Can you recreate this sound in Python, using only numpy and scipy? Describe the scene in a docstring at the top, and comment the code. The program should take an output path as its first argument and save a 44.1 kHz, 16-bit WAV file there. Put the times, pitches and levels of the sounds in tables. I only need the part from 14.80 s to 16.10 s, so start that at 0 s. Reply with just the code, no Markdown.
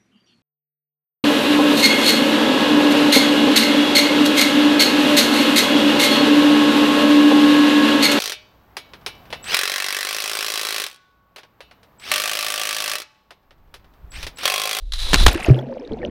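"""Water slaps a camera's waterproof housing as a body drops into a pool: short noise cracks and sine shoves,
hard enough to overload the microphone. A large air pocket booms as a rising sine; single bubbles glug and ping.
Clicks and noise hiss as spray through the housing's resonances. Swarms of ringing bubbles make the foam,
fizz and gurgle. Resonant noise buffets the case in air, low-passed noise rumbles under water."""
import sys
import numpy as np
from scipy import signal
from scipy.fft import rfft, irfft
from scipy.io import wavfile
from scipy.ndimage import uniform_filter1d

SR = 44100
rng = np.random.default_rng(int(sys.argv[2]) if len(sys.argv) > 2 else 0)


def pcm_store(signal):
    """Save signal as 16-bit PCM."""
    levels = np.round(np.clip(np.atleast_2d(signal), -1, 1) * 32767)
    wavfile.write(sys.argv[1], SR, levels.astype(np.int16).T)


N = 57330
T = np.arange(N) / SR

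# the body breaking the surface: t/s, relative level/dB, decay/s
ENTRIES = [(0.1209, -20.5, 0.0042), (0.134, -16, 0.0022)]


def amp(db):
    """Decibels to gain."""
    return 10 ** (np.asarray(db) / 20)


def unit(x):
    """Scales to rms 1."""
    return x / np.sqrt(np.mean(x ** 2) + 1e-20)


def level(points, t=T):
    """Gain along a curve of t/s, level/dB."""
    return amp(np.interp(t, *np.transpose(points)))


def colour(x, points):
    """Minimum-phase filter with a spectrum of f/Hz, gain/dB; the result has rms 1."""
    hz, db = np.transpose(points)
    f_hz = abs(np.fft.fftfreq(2 * N, 1 / SR))
    log_gain = np.log(amp(np.interp(np.log(f_hz + 1), np.log(hz), db)))
    response = np.exp(np.conj(signal.hilbert(log_gain)))[:N + 1]
    return unit(irfft(rfft(x, 2 * N) * response)[:N])


def lowpass(x, hz, order=2):
    """Butterworth low-pass: takes off the treble."""
    return signal.sosfilt(signal.butter(order, min(hz, .45 * SR), fs=SR, output="sos"), x)


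def resonate(x, hz, width_hz):
    """A steep resonance that can follow a moving pitch; the result has rms 1."""
    turn = np.exp(2j * np.pi * np.cumsum(hz * np.ones(N)) / SR)
    r = np.exp(-np.pi * width_hz / SR)
    # shift the pitch to 0 Hz, low-pass with a double pole, shift back
    return unit((turn * signal.lfilter([1], [1, -2 * r, r * r], x / turn)).real)


def steady(x, size):
    """Evens out slow level swings by the running rms over size samples."""
    return x / np.sqrt(abs(uniform_filter1d(x ** 2, size)) + 1e-9)


def drift(rate_hz):
    """A smooth random wander of rms 1: low-passed noise."""
    return unit(lowpass(rng.standard_normal(N), rate_hz))


def flutter(rate_hz, depth_db):
    """A random wobble of level, rms depth in dB."""
    return amp(depth_db * drift(rate_hz))


def clicks(per_s, spread_db):
    """Random clicks of either sign, a few much larger than the rest."""
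    size = amp(spread_db * np.minimum(rng.exponential(1, N), 4))
    return (rng.random(N) < per_s / SR) * size * rng.choice([-1, 1], N)


def add(mix, s, sound):
    """Mixes a sound in at time s."""
    part = mix[max(round(s * SR), 0):][:len(sound)]
    part += sound[:len(part)]


def bubble(hz, decay_s, rise_s, glide_per_s):
    """A bubble rings, dies away and rises in pitch."""
    t = T[:N // 6]
    ring = np.sin(2 * np.pi * hz * (t + glide_per_s * t * t / 2))
    return ring * (1 - np.exp(-t / rise_s)) * np.exp(-t / decay_s)


def swarm(low_hz, high_hz, per_s, spread_db, cycles, chirp=0.0072, count=40):
    """A cloud of bubbles of many sizes, each ringing for a few cycles; rms 1."""
    out = np.zeros(N)
    for hz in np.geomspace(low_hz, high_hz, count) * rng.uniform(1.0, 1.03, count):
        decay_s = cycles / hz
        ring = bubble(hz, decay_s, .5 / hz, chirp / decay_s)[:int(8 * decay_s * SR)]
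        out += signal.oaconvolve(clicks(per_s / count, spread_db), ring * hz)[:N]
    return unit(out)


def slaps():
    """Sheets of water crack against the housing (decaying noise) and shove it (short sine swells)."""
    # water slapping the housing: t/s, level/dB, decay/s
    cracks = [(0.3321, 4, 0.0012), (0.3361, -7.5, 0.0026), (0.3423, 3.5, 0.0024), (0.35, -7, 0.0023),
              (0.358, -9, 0.0022), (0.4624, -10.5, 0.011), (0.4645, 9, 0.0027), (0.4804, -9, 0.0071),
              (.547, -10.5, 0.0011), (.6, -28.5, 0.0067)]
    # spectrum of a slap: f/Hz, relative gain/dB
    crack_colour = [(60, -3), (220, 4), (500, -5), (1800, -4), (3900, -4.5), (4600, -10.5), (8000, -18),
                    (15500, -28.5)]
    # dull shoves of water against the case: t/s, level/dB, length/s, f/Hz
    shoves = [(0.339, -9, 0.006, 220), (0.353, -8.5, 0.013, 26.4), (0.398, -6.5, 0.032, 39.8),
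              (0.408, -19, 0.0084, 168), (0.446, -2.5, 0.028, 29.8), (0.473, -6, 0.018, 64.8),
              (0.538, -26, 0.03, 76), (0.683, -8, 0.027, 76.7)]
    out = np.zeros(N)
    for s, db, decay_s in cracks:
        crack = steady(colour(rng.standard_normal(N), crack_colour), size=200)
        attack = np.minimum(T / 0.001, 1)
        add(out, s, amp(db) * crack * attack * np.exp(-T / decay_s))
    for s, db, length_s, hz in shoves:
        t = np.arange(0, length_s, 1 / SR)
        swell = np.sin(np.pi * t / length_s) ** .5
        add(out, s, amp(db) * np.sin(2 * np.pi * hz * t) * swell)
    return out


def bubbles():
    """The air pocket booms with a rising pitch; single large bubbles glug, small close ones ping."""
    # the big air pocket, a hard first swing then a long ring: t/s after it forms, level/dB
    pocket = [(0, 0), (.005, 2), (.016, 2), (.03, -11), (.09, -24), (.19, -38), (.23, -60)]
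    # large bubbles: t/s, f/Hz, level/dB, decay/s
    glugs = [(0.554, 331.3, -12.5, 0.0097), (.597, 748, -22, 0.0084), (.665, 662, -19.5, 0.012),
             (0.685, 329, -2.5, 0.0049), (.699, 368.6, -8.5, 0.016), (0.97, 559, -18.5, 0.0049)]
    # small bubbles close to the case: t/s, f/Hz, level/dB, decay/s
    pings = [(.3318, 1950, -4, 0.0011), (0.631, 9100, -14.5, 0.00027), (0.6466, 2614, -7.5, 0.0012),
             (.661, 6560, -23.5, 0.0012), (0.7449, 3070, -17, 0.00065), (0.79, 3330, -24, 0.0026),
             (0.926, 1650, -28, 0.00077), (.939, 4770, -38, 0.00081), (0.9974, 5260, -37.5, 0.0017),
             (1.05, 3700, -35.5, 0.0024), (1.0758, 4070, -21.5, 0.0003), (1.12, 3240, -27.5, 0.0011),
             (1.134, 4100, -32, 0.0014), (1.19, 3500, -36.5, 0.0012), (1.2305, 1794, -27, 0.0064),
             (1.2501, 3000, -11.5, 0.0007), (1.26, 5920, -36, 0.00094)]
    pocket_s, pocket_hz, bend_per_s2 = .7035, 126.1, 3.0
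    out = np.zeros(N)
    turns = np.cumsum(pocket_hz * (1 + bend_per_s2 * T ** 2)) / SR
    add(out, pocket_s, np.sin(2 * np.pi * turns) * level(pocket) * (T < pocket[-1][0]))
    for s, hz, db, decay_s in glugs:
        add(out, s, amp(db) * bubble(hz, decay_s, rise_s=0.00046, glide_per_s=0.97))
    for s, hz, db, decay_s in pings:
        add(out, s, amp(db) * bubble(hz, decay_s, rise_s=0.00033, glide_per_s=2.5))
    return out


def spray():
    """The body breaks the surface and countless drops hiss through the housing's shifting resonances."""
    # spray: t/s, relative level/dB
    spray_level = [(.123, -61), (.14, -32), (.178, -38), (.192, -30), (.37, -29.5), (.388, -24), (.44, -24),
                   (.455, -34.5), (.49, -31.5), (.56, -45.5), (.75, -100)]
    # spray heard through the housing: f/Hz, relative gain/dB
    spray_colour = [(200, -38), (1100, -17), (2500, -15.5), (3700, -6.5), (4800, -12), (5600, -16),
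                    (8200, -23.5), (9800, -19), (11500, -29), (15500, -36)]
    # the housing's ring under the spray: f/Hz, width/Hz, relative level/dB
    housing = [(3480, 240, -11), (3930, 300, -5)]
    wander = .02  # rms share by which the ring shifts as water runs over the case
    entry_rise_s = 0.0023
    drops = unit(clicks(per_s=3400, spread_db=3.0)) + .5 * rng.standard_normal(N)
    drops = drops * flutter(rate_hz=50, depth_db=1.0)
    shift = 1 + wander * drift(rate_hz=84)
    ring = np.zeros(N)
    for hz, width_hz, db in housing:
        ring += amp(db) * resonate(rng.standard_normal(N), hz * shift, width_hz)
    ring = steady(ring, size=1000)
    bursts = np.zeros(N)
    for s, db, decay_s in ENTRIES:
        rise = np.clip((T - s) / entry_rise_s, 0, 1)
        bursts += amp(db) * rise * np.exp(-abs(T - s) / decay_s)
    return 0.81 * (colour(drops, spray_colour) + ring) * (level(spray_level) + bursts)


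def foam():
    """Foam rushes and crackles round the case; under water a faint foam hiss stays, with a dull, sparse fizz."""
    # foam churning round the case: t/s, level/dB
    foam_level = [(.15, -91), (.24, -45), (.41, -28), (.452, -38.5), (.485, -27), (.56, -33), (.705, -32.5),
                  (.73, -44.5), (.79, -43), (.84, -54.5)]
    # spectrum of the foam: f/Hz, relative gain/dB
    foam_colour = [(300, -3.5), (1300, -5), (2400, -4.5), (4300, -14.5), (6000, -21), (15500, -35)]
    # tiniest bubbles crackling: t/s, level/dB
    crackle_level = [(.12, -72), (.5, -39), (.7, -51), (.8, -66), (.86, -90)]
    # fine bubbles fizzing under water: t/s, level/dB
    fizz_level = [(.5, -72), (.7, -42), (.86, -64), (1.18, -63), (1.22, -45), (1.3, -60)]
    # spectrum of the fizz: f/Hz, relative gain/dB
    fizz_colour = [(1000, 3.5), (2200, 1), (4200, -27), (8000, -29)]
    cloud = swarm(low_hz=578, high_hz=5970, per_s=2200, spread_db=4.5, cycles=3.3)
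    surface = steady(colour(cloud + 0.69 * rng.standard_normal(N), foam_colour), size=1500)
    tiny = swarm(low_hz=4934, high_hz=14360, per_s=420, spread_db=7.0, cycles=5)
    fine = swarm(low_hz=806, high_hz=4370, per_s=260, spread_db=3.0, cycles=4.8)
    fizz = steady(colour(fine, fizz_colour), size=2000)
    return surface * level(foam_level) + tiny * level(crackle_level) + fizz * level(fizz_level)


def gurgle():
    """The muffled cloud of larger bubbles dragged under by the body; a few swell as wavering tones."""
    # gurgle of larger bubbles: t/s, level/dB
    gurgle_level = [(.2, -63.5), (.265, -45), (.5, -30), (.645, -42.5), (.7, -26), (.8, -30.5),
                    (.86, -34.5), (1.07, -39.5), (1.12, -34), (1.16, -38.5), (1.25, -30)]
    # spectrum of the gurgle: f/Hz, relative gain/dB
    gurgle_colour = [(120, -20.5), (220, -1), (340, -1), (560, -1.5), (780, -10.5), (1150, -17.5),
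                     (5000, -56.5)]
    # wobbling bubbles that drift past under water: t/s, f/Hz, level/dB, length/s
    wobblers = [(0.754, 338, -24, .04), (0.843, 242, -37, 0.13), (.88, 540, -28.5, 0.081),
                (0.987, 257.4, -31.5, 0.03), (1.01, 489, -32, 0.054), (1.1, 225.4, -27.5, 0.052),
                (1.105, 445.4, -27.5, 0.058), (1.159, 238.7, -33, 0.053), (1.21, 505, -25.5, 0.05),
                (1.237, 605, -23.5, 0.025)]
    wobble = .03  # rms share by which their pitch wanders
    loose = swarm(low_hz=186.7, high_hz=949.0, per_s=450, spread_db=3.0, cycles=4.2)
    loose = loose + 0.384 * rng.standard_normal(N)
    out = steady(colour(loose, gurgle_colour), size=1800) * level(gurgle_level)
    for s, hz, db, length_s in wobblers:
        turns = np.cumsum(hz * (1 + wobble * drift(rate_hz=69))) / SR
        swell = np.sin(np.pi * np.minimum(T / length_s, 1)) * flutter(rate_hz=43, depth_db=3)
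        add(out, s, amp(db) * swell * np.sin(2 * np.pi * turns))
    return out


def buffet():
    """Slow pressure swings of air on the falling case, and a deep rumble once it is under."""
    # air buffeting the case, before its low-pass: t/s, level/dB
    buffet_level = [(0, -29.5), (.3, -19.5), (.48, -11), (.53, -31.5), (.8, -53)]
    # deep rumble, silent before its first point: t/s, level/dB
    rumble_level = [(.6, -39.5), (1.08, -58.5), (1.115, -26.5), (1.16, -39), (1.3, -35)]
    swings = steady(resonate(rng.standard_normal(N), hz=25.4, width_hz=32), size=2400)
    air = lowpass(swings * level(buffet_level), hz=67, order=3)
    deep = steady(lowpass(rng.standard_normal(N), hz=172), size=2000)
    return air + deep * level(rumble_level) * (T > rumble_level[0][0])


def scene():
    """The plunge as the camera hears it; foam forms only once the body is in the water."""
    wet = T > ENTRIES[0][0]
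    return (slaps() + bubbles() + spray() + foam() * wet + gurgle() + buffet())[None]


def record(dry):
    """The microphone overloads with a soft knee; then a 2 ms fade-out and the band limit."""
    edge_hz = 15550
    clipped = dry / (1 + dry ** 6) ** (1 / 6)
    faded = clipped * np.minimum(T[::-1] / .002, 1)
    band = signal.firwin(301, edge_hz, window=("kaiser", 8), fs=SR)
    return signal.oaconvolve(faded, band[None], "same")


dry = scene()
out = record(dry)
pcm_store(out)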